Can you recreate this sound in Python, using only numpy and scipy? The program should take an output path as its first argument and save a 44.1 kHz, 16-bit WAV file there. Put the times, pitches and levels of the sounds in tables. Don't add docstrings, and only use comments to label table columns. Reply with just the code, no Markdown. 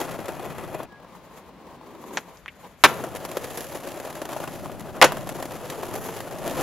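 import sys
import numpy as np
from scipy import signal
from scipy.fft import rfft, irfft, next_fast_len
from scipy.io import wavfile

SR = 44100
rng = np.random.default_rng(int(sys.argv[2]) if len(sys.argv) > 2 else 0)


def transcribe(signal):
    frames = np.atleast_2d(signal).T
    limited = np.clip(frames, -1, 1)
    pcm = np.round(limited * 32767).astype(np.int16)
    wavfile.write(sys.argv[1], SR, pcm)


N = 291942
TIME = np.arange(N) / SR
CLOP_HZ, CLOP_WIDTH_HZ = 954, 300

# start and end in seconds, ring of the wood in dB,
# wheel hum in dB, how much louder the left side is in dB.
ON_GROUND = [(-0.01, 0.857, -40, -9, 3.5), (2.843, 5.02, -47.5, -5.5, 2.5), (5.031, 6.7, -53.5, -5.5, 2.35)]
# frequency in Hz, level of the left-right difference in dB.
FAR_WIDTH = [(60, -3), (150, -9), (700, -16.5), (1400, -12), (3000, -6.5), (7000, -1), (15000, 2)]


def close_wheels(roar_db=-5.0, knock_db=-4.0, thud_db=4.0, tick_db=2.5, clop_db=-11):
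    # time in seconds, then roar, rumble and grit in dB.
    roll_levels = [
        [(0, -28, -44, -39.5), (0.1, -33.5, -40.5, -46.5), (0.35, -32.5, -44.5, -48.5), (0.6, -33, -39.5, -51),
         (0.84, -34.5, -47, -58)],
        [(2.95, -30, -41.5, -46), (3.3, -33.5, -46, -46), (3.62, -33.5, -45, -42), (3.85, -35, -47, -46),
         (4.2, -34, -48, -48.5), (4.5, -34, -42, -43.5), (4.7, -37.5, -40.5, -52.0), (4.93, -36.5, -42, -52.5),
         (5.0, -32.5, -43, -51.5)],
        [(5.2, -35.0, -36.5, -47), (5.5, -34.5, -42.5, -47), (5.75, -31, -45, -42.5), (5.95, -29.5, -39.5, -45),
         (6.17, -34.5, -43, -42.5), (6.3, -31, -44, -45.5), (6.48, -30, -36.5, -42.5), (6.6, -25, -35.5, -37.5)],
    ]
    # time in seconds, pitch in Hz.
    hum_pitches = [(0, 549), (.3, 580), (.6, 451.6), (.78, 600), (2.95, 500), (3.3, 554), (3.5, 443),
                   (3.8, 583.4), (4.45, 607), (5.0, 600), (5.7, 510.4), (5.9, 383.5), (6.15, 445.3),
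                   (6.36, 610), (6.6, 500)]
    # frequency in Hz, level in dB.
    rumble_tone = [(20, 3), (50, -11), (90, -3.5), (150, 2.5), (220, -2.5), (300, -7.5), (500, -41.5)]
    roar_tone = [(130, -27), (260, -1), (370, 3.5), (470, -2.5), (620, 2.5), (780, -0.5), (950, -4),
                 (1130, -5.5), (1450, -9.5), (2000, -22), (2800, -19), (5000, -39)]
    # frequency in Hz, level of the left-right difference in dB.
    near_width = [(60, 8.5), (120, 1.5), (210, -4), (380, -16), (700, -24), (1400, -15), (3000, -13),
                  (7000, -4), (15000, -1.5)]
    levels, wood_gain, hum_gain, left_db = 0, 0, 0, 0
    for rows, (start, end, ring_db, hum_db, side_db) in zip(roll_levels, ON_GROUND):
        touching = np.clip(np.minimum(TIME - start, end - TIME) / 0.0021, 0, 1)
        press = np.exp(-np.abs(TIME - start) / 0.043) * (start > 0)
        press_db = np.outer((-0.5, 8, 9.0), press)
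        levels = levels + touching * from_db(in_time(rows) + press_db)
        wood_gain = wood_gain + touching * from_db(ring_db)
        hum_gain = hum_gain + touching * from_db(hum_db)
        left_db = left_db + touching * side_db
    roar, rumble, grit = levels
    hum_hz, = in_time(hum_pitches)
    uneven = drift(rate_hz=25.3)
    shake = unit_power(from_db(2.44 * uneven))
    crush = unit_power(from_db(2.1 * uneven + 1.9 * drift(rate_hz=190)))
    times, knocks_db, ticks_db = bumps(roar, grit)
    thud = clicks(times, knocks_db + thud_db) * [[1], [0]]
    knock = jolts(times, knocks_db + knock_db, rise_s=0.00049, decay_s=0.0059)
    tick = jolts(times, ticks_db + tick_db, rise_s=0.00035, decay_s=0.0066)
    bass = colour(noise_pair() * np.hypot(rumble, 0.2 * knock), rumble_tone)
    drive = np.hypot(from_db(roar_db) * roar * shake, knock)
    wheels = colour(noise_pair() * drive + thud, roar_tone)
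    wheels += hum_gain * drive * hum(hum_hz, width_hz=101)
    wheels += from_db(clop_db) * knock * hum(CLOP_HZ, CLOP_WIDTH_HZ)
    wood = deck_ring(wood_gain * (noise_pair() * drive + 0.27 * thud))
    board = stereo(bass + wheels + wood, near_width, left_db)
    return board + stereo(crushed_grit(grit * crush, tick), near_width, left_db=0.4)


def bumps(roar, grit, chips_per_s=7, chip_knock_db=-1.5, chip_tick_db=2.5):
    # time in seconds, knock in dB, tick in dB.
    joints = [(0.014, -21, -38), (0.189, -25.5, -51), (0.256, -34, -42), (0.288, -25.5, -46),
              (0.395, -24.5, -49), (0.501, -26, -49), (0.582, -25, -49), (0.744, -24, -50),
              (0.801, -23.5, -61), (0.831, -31, -47), (3.038, -21, -38.5), (3.16, -32, -39),
              (3.25, -24, -33.5), (3.369, -18.5, -32), (3.442, -23.5, -37), (3.573, -28.5, -34.5),
              (3.747, -28, -42), (3.873, -25.5, -41), (4.657, -28, -64), (4.695, -29, -63),
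              (5.12, -19, -35.5), (5.169, -23, -40), (5.271, -26, -40), (5.29, -25, -34.5),
              (5.386, -28.5, -51), (5.425, -25, -34.5), (5.699, -27, -32.5), (5.831, -24, -37),
              (5.939, -26, -38), (6.061, -35, -52), (6.087, -22, -43), (6.203, -25.5, -38),
              (6.476, -25, -38)]
    # start, end and spacing in seconds, first knock in dB,
    # growth in dB per second, tick in dB.
    rattles = [(3.999, 4.17, .051, -26, -33, -40.5), (4.216, 4.49, .037, -29.5, 38, -41.5)]
    rows = list(joints)
    for start, end, spacing, knock_db, growth, tick_db in rattles:
        rows += [(s, knock_db + growth * (s - start), tick_db) for s in np.arange(start, end, spacing)]
    chip_met = rng.random(N) < chips_per_s / SR
    size_db = 6 * rng.uniform(-1, 1, N)
    for i in np.flatnonzero(chip_met & (roar > 0)):
        knock_db = 20 * np.log10(roar[i]) + chip_knock_db + size_db[i]
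        tick_db = 20 * np.log10(grit[i]) + chip_tick_db + size_db[i]
        rows.append((TIME[i], knock_db, tick_db))
    return np.transpose(rows)


def crushed_grit(crushing, tick, grit_db=-1.5, grains_per_s=9900, thin_sand_db=-15.5):
    # frequency in Hz, level in dB.
    grit_tone = [(900, -33.5), (1700, 7.5), (2400, 1), (3300, 0.5), (4000, -2), (5500, -3.5), (7100, -1),
                 (8600, -9.5), (9600, -5.5), (11200, 1), (12500, -4.5), (14000, -8), (16000, -13.5)]
    fizz_tone = [(5000, -7), (7000, 4.5), (8600, -23.5), (10000, 5), (11200, 7), (12600, 5), (15000, -13)]
    # middle and half-length in seconds, fizz compared with the grit in dB.
    sand_patches = [(.75, 0.1, -1.5), (2.935, 0.11, -5.5), (3.617, 0.11, -6.5), (6.03, 0.073, -0.5)]
    crunch = np.hypot(from_db(grit_db) * crushing, tick)
    cracking = rng.random(N) < grains_per_s / SR
    grains = noise_pair() * cracking * from_db(2.5 * np.minimum(rng.exponential(1, N), 4))
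    stones = colour(unit_power(grains) * crunch, grit_tone)
    sand = from_db(thin_sand_db) + sum(swell(*patch) for patch in sand_patches)
    return stones + colour(noise_pair() * crunch * sand, fizz_tone)


def deck_blows(wood_db=-26.0, crack_db=-0.5, spill_db=-10.5):
    # frequency in Hz, level in dB.
    crack_tone = [(30, -27), (100, -5.5), (250, 2), (600, 6.5), (2200, -0.5), (4000, -7.5), (7000, -5),
                  (8700, -17.5), (11000, -6), (16000, -26.5)]
    # frequency in Hz, level of the left-right difference in dB.
    blow_width = [(60, 5), (400, -19), (1200, -16), (2500, -19), (6000, -7.5), (11000, 4)]
    push, crunch, t = np.zeros((2, N)), np.zeros((2, N)), TIME[:SR // 5]
    for s, level_db, low_hz, high_hz, decay_s in contacts():
        band = signal.butter(2, [low_hz, high_hz], "band", fs=SR, output="sos")
        grinding = rng.standard_normal((2, len(t))) * np.exp(-t / decay_s)
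        strength, start = 2 * from_db(level_db), round(s * SR)
        spill = from_db(spill_db) * min(2 * strength, 1) * grinding
        push[0, start:start + len(t)] += strength * signal.sosfilt(band, 1.0 * (t == 0))
        crunch[:, start:start + len(t)] += strength * (signal.sosfilt(band, grinding) + spill)
    wood = deck_ring(push + 0.024 * crunch)
    crack = colour(crunch + 0.86 * push, crack_tone)
    return stereo(from_db(wood_db) * wood + from_db(crack_db) * crack, blow_width, left_db=1.0)


def contacts(count=6, gap_s=0.0047, gap_spread=0.2):
    # start in seconds, level in dB,
    # lowest and highest frequency in Hz, fade time in seconds, loss per bounce in dB.
    blows = [(2.172, -18.5, 675, 5940, 0.0021, 5), (2.3712, -43.5, 2400, 6600, .0039, 33),
             (2.46, -28.5, 850, 3300, 0.00068, 18), (2.48, -23, 1740, 3100, 0.0022, 5),
             (2.838, 4, 774, 4400, .005, 5), (2.847, -4, 210, 460, .0061, 13),
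             (5.0149, -2, 380, 4660, 0.0017, 4), (5.0238, 8.5, 384, 4630, 0.0027, 11),
             (5.040, -9, 199, 3990, .004, 4), (5.0429, -3, 400, 670, 0.0052, 7),
             (5.0576, -27, 300, 9000, 0.0036, 1.5)]
    rows = []
    for s, level_db, low_hz, high_hz, decay_s, loss_db in blows:
        for bounce, chance in enumerate(rng.uniform(-1, 1, count)):
            rows.append((s, level_db - bounce * loss_db, low_hz, high_hz, decay_s))
            s += gap_s * (1 + gap_spread * chance)
    return rows


def deck_ring(force):
    # pitch in Hz, level in dB, seconds to fade by 60 dB.
    deck_tones = [(420, -8, .09), (509, -4, .09), (615, -2, .08), (685, -9, .07), (789, -5, .065),
                  (852, -2, .075), (1056, -2, .05), (1105, -4, .055), (1291, -2, .055), (1448, -2, .06),
                  (1614, -7, .05), (1733, -3, .06), (1898, -3, .06), (1984, -2, .06), (2163, -5, .05),
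                  (2420, -2, .05), (2532, -3, .06), (2732, -5, .05), (3260, -8, .05), (3494, -9, .05),
                  (3980, -10, .035), (4426, -12, .05)]
    wood = 0
    for k, (hz, level_db, fade_s) in enumerate(deck_tones):
        decay, angle = from_db(-60 / (fade_s * SR)), 2 * np.pi * hz / SR
        feedback = [1, -2 * decay * np.cos(angle), decay * decay]
        tone = signal.lfilter([0, np.sin(angle)], feedback, force + 1e-18)
        wood = wood + (-1) ** k * from_db(level_db) * tone
    return wood


def run_up(take_off_s=2.179, speed_m_per_s=4.7, nearest_m=0.59, spin_db=-58, spin_rise_db_per_s=22):
    # time in seconds, level in dB.
    far_joints = [(0.922, -36), (0.999, -39), (1.045, -36.5), (1.122, -39), (1.149, -34.5), (1.311, -45),
                  (1.491, -37), (1.667, -36), (1.811, -37), (1.949, -32), (2.039, -29), (2.107, -30),
                  (2.147, -36)]
    # middle and half-length in seconds, rub in dB, hiss in dB.
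    scuffs = [(1.11, 0.085, -54, -69), (1.34, 0.21, -52.5, -61.5), (2.296, 0.057, -46.5, -61.5),
              (2.606, 0.043, -51.5, -55.5), (2.653, 0.02, -39, -64), (2.697, 0.032, -51, -53.5)]
    # frequency in Hz, level in dB.
    roar_tone = [(60, -46), (180, 9.5), (320, -4.5), (520, 3.5), (750, 0.5), (1050, 5), (1450, -12),
                 (2500, -16), (4000, -19.5), (8000, -30)]
    bearing_tone = [(2000, 6), (3200, -2), (5500, -8), (6800, 2.5), (8500, -10.5), (11000, -1), (13500, -3),
                    (16000, -22)]
    distance_m = np.hypot(nearest_m, speed_m_per_s * np.maximum(take_off_s - TIME, 0))
    distance_db = 20 * np.log10(nearest_m / distance_m)
    touching = np.exp(-np.maximum(TIME - take_off_s, 0) / 0.039)
    roar = touching * from_db(-45.5 + 0.39 * distance_db)
    drone = touching * from_db(-40 + 1.07 * distance_db)
    hiss = touching * from_db(-47 + 2.07 * distance_db)
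    start_s, landing_s = ON_GROUND[0][1], ON_GROUND[1][0]
    hiss += (1 - touching) * from_db(spin_db - spin_rise_db_per_s * np.abs(landing_s - TIME))
    for s, half_s, rub_db, hiss_db in scuffs:
        roar = np.hypot(roar, swell(s, half_s, rub_db))
        hiss = np.hypot(hiss, swell(s, half_s, hiss_db))
    uneven = drift(rate_hz=13.5)
    times, levels_db = np.transpose(far_joints)
    knock = jolts(times, levels_db - 7, rise_s=0.00064, decay_s=0.0053)
    wheels = colour(noise_pair() * np.hypot(roar * from_db(2.0 * uneven), knock), roar_tone)
    wheels += drone * hum(hz=336, width_hz=183)
    wheels += from_db(-2) * knock * hum(CLOP_HZ, CLOP_WIDTH_HZ)
    hiss_and_ticks = np.hypot(hiss * from_db(4.2 * uneven), from_db(-33) * knock)
    bearings = colour(noise_pair() * hiss_and_ticks, bearing_tone)
    audible = (TIME > start_s) & (TIME < landing_s)
    return stereo((wheels + bearings) * audible, FAR_WIDTH, left_db=1.5)


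def wall_echo(sound, echo_db=-27.0, build_s=0.0032):
    # frequency in Hz, seconds to fade by 60 dB.
    fade_times = [(150, 1), (1000, 0.49), (4000, 0.32), (14000, 0.29)]
    t, tail = TIME[:SR], 0
    edges_hz = np.geomspace(80, 16000, 9)
    for low, high in zip(edges_hz, edges_hz[1:]):
        band = signal.butter(2, [low, high], "band", fs=SR, output="sos")
        fade = 1e-3 ** (t / at_hz(fade_times, np.sqrt(low * high)))
        tail = tail + signal.sosfilt(band, rng.standard_normal((2, SR))) * fade
    tail = unit_power(tail * (1 - np.exp(-t / build_s))) / np.sqrt(SR)
    echo = signal.fftconvolve(sound.mean(axis=0)[None], tail, axes=1)[:, :N]
    return from_db(echo_db) * stereo(echo, FAR_WIDTH, left_db=2.0)


def faint_squeal(pitch_hz=1660, fall_hz_per_s=250):
    # middle and half-length in seconds, level in dB.
    swells = [(0.945, 0.042, -50.5), (1.045, .025, -63)]
    hz = pitch_hz - fall_hz_per_s * (TIME - swells[0][0]) + 5 * drift(rate_hz=24)
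    loudness = sum(swell(*row) for row in swells)
    return np.sqrt(2) * loudness * np.sin(2 * np.pi * np.cumsum(hz) / SR)


def traffic(level_db=-52.0):
    # frequency in Hz, level in dB.
    traffic_tone = [(20, -16), (55, 5.5), (90, -4), (170, -1), (350, -9.5), (600, -7), (1000, -12.5),
                    (2000, -17.5), (4000, -25.5), (8000, -40), (16000, -53)]
    return from_db(level_db) * stereo(colour(noise_pair(), traffic_tone), FAR_WIDTH, left_db=4.0)


def from_db(db):
    return 10 ** (np.asarray(db) / 20)


def unit_power(x):
    return x / np.sqrt(np.mean(x ** 2) + 1e-20)


def in_time(rows):
    times, *columns = np.transpose(rows)
    return [np.interp(TIME, times, column) for column in columns]


def at_hz(points, hz):
    freqs, values = np.transpose(points)
    return np.interp(np.log(np.maximum(hz, 1)), np.log(freqs), values)


def colour(x, spectrum, keep_power=True):
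    size = 2 * next_fast_len(N // 2 + SR // 10)
    gain = from_db(at_hz(spectrum, np.fft.rfftfreq(size, 1 / SR)))
    cepstrum = irfft(np.log(unit_power(gain) if keep_power else gain))
    cepstrum[1:size // 2] *= 2
    cepstrum[size // 2 + 1:] = 0
    return irfft(rfft(x, size) * np.exp(rfft(cepstrum)))[..., :N]


def noise_pair():
    return rng.standard_normal((2, N))


def stereo(pair, width, left_db):
    side = colour(pair[1], width, keep_power=False)
    return np.array([pair[0] + side, pair[0] - side]) * from_db(left_db * np.array([[.5], [-.5]]))


def drift(rate_hz):
    step, warm_up = 20, 4000
    decay = np.exp(-2 * np.pi * step * rate_hz / SR)
    noise = rng.standard_normal(N // step + warm_up + 2)
    slow = signal.lfilter([1], [1, -2 * decay, decay * decay], noise)[warm_up:]
    return np.interp(np.arange(N) / step, np.arange(len(slow)), unit_power(slow))


def hum(hz, width_hz):
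    phase = 2 * np.pi * np.cumsum(hz * np.ones(N)) / SR
    smoothing = signal.butter(2, width_hz / 2, fs=SR, output="sos")
    sway = signal.sosfilt(smoothing, noise_pair() + 1j * noise_pair())
    return unit_power((sway * np.exp(1j * phase)).real)


def jolts(times, levels_db, rise_s, decay_s):
    t = TIME[:SR // 10]
    shape = (1 - np.exp(-t / rise_s)) * np.exp(-t / decay_s)
    curve = np.zeros(N + len(t))
    for s, level_db in zip(times, levels_db):
        start = max(round(s * SR), 0)
        curve[start:start + len(t)] += from_db(level_db) * shape / shape.max()
    return curve[:N]


def clicks(times, levels_db):
    pushes = np.zeros(N)
    pushes[np.round(np.asarray(times) * SR).astype(int)] = from_db(levels_db)
    return pushes


def swell(middle_s, half_s, level_db):
    return from_db(level_db) * np.exp(-((TIME - middle_s) / half_s) ** 2)


def scene():
    blows = deck_blows()
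    return blows + wall_echo(blows) + close_wheels() + run_up() + faint_squeal() + traffic()


def record(dry, ceiling=0.73, low_cut_hz=95, high_cut_hz=15750):
    clipped = dry / (1 + (dry / ceiling) ** 4) ** (1 / 4)
    thinned = signal.sosfilt(signal.butter(1, low_cut_hz, "high", fs=SR, output="sos"), clipped)
    return signal.sosfilt(signal.ellip(10, .1, 80, high_cut_hz, fs=SR, output="sos"), thinned)


dry = scene()
out = record(dry)
transcribe(out)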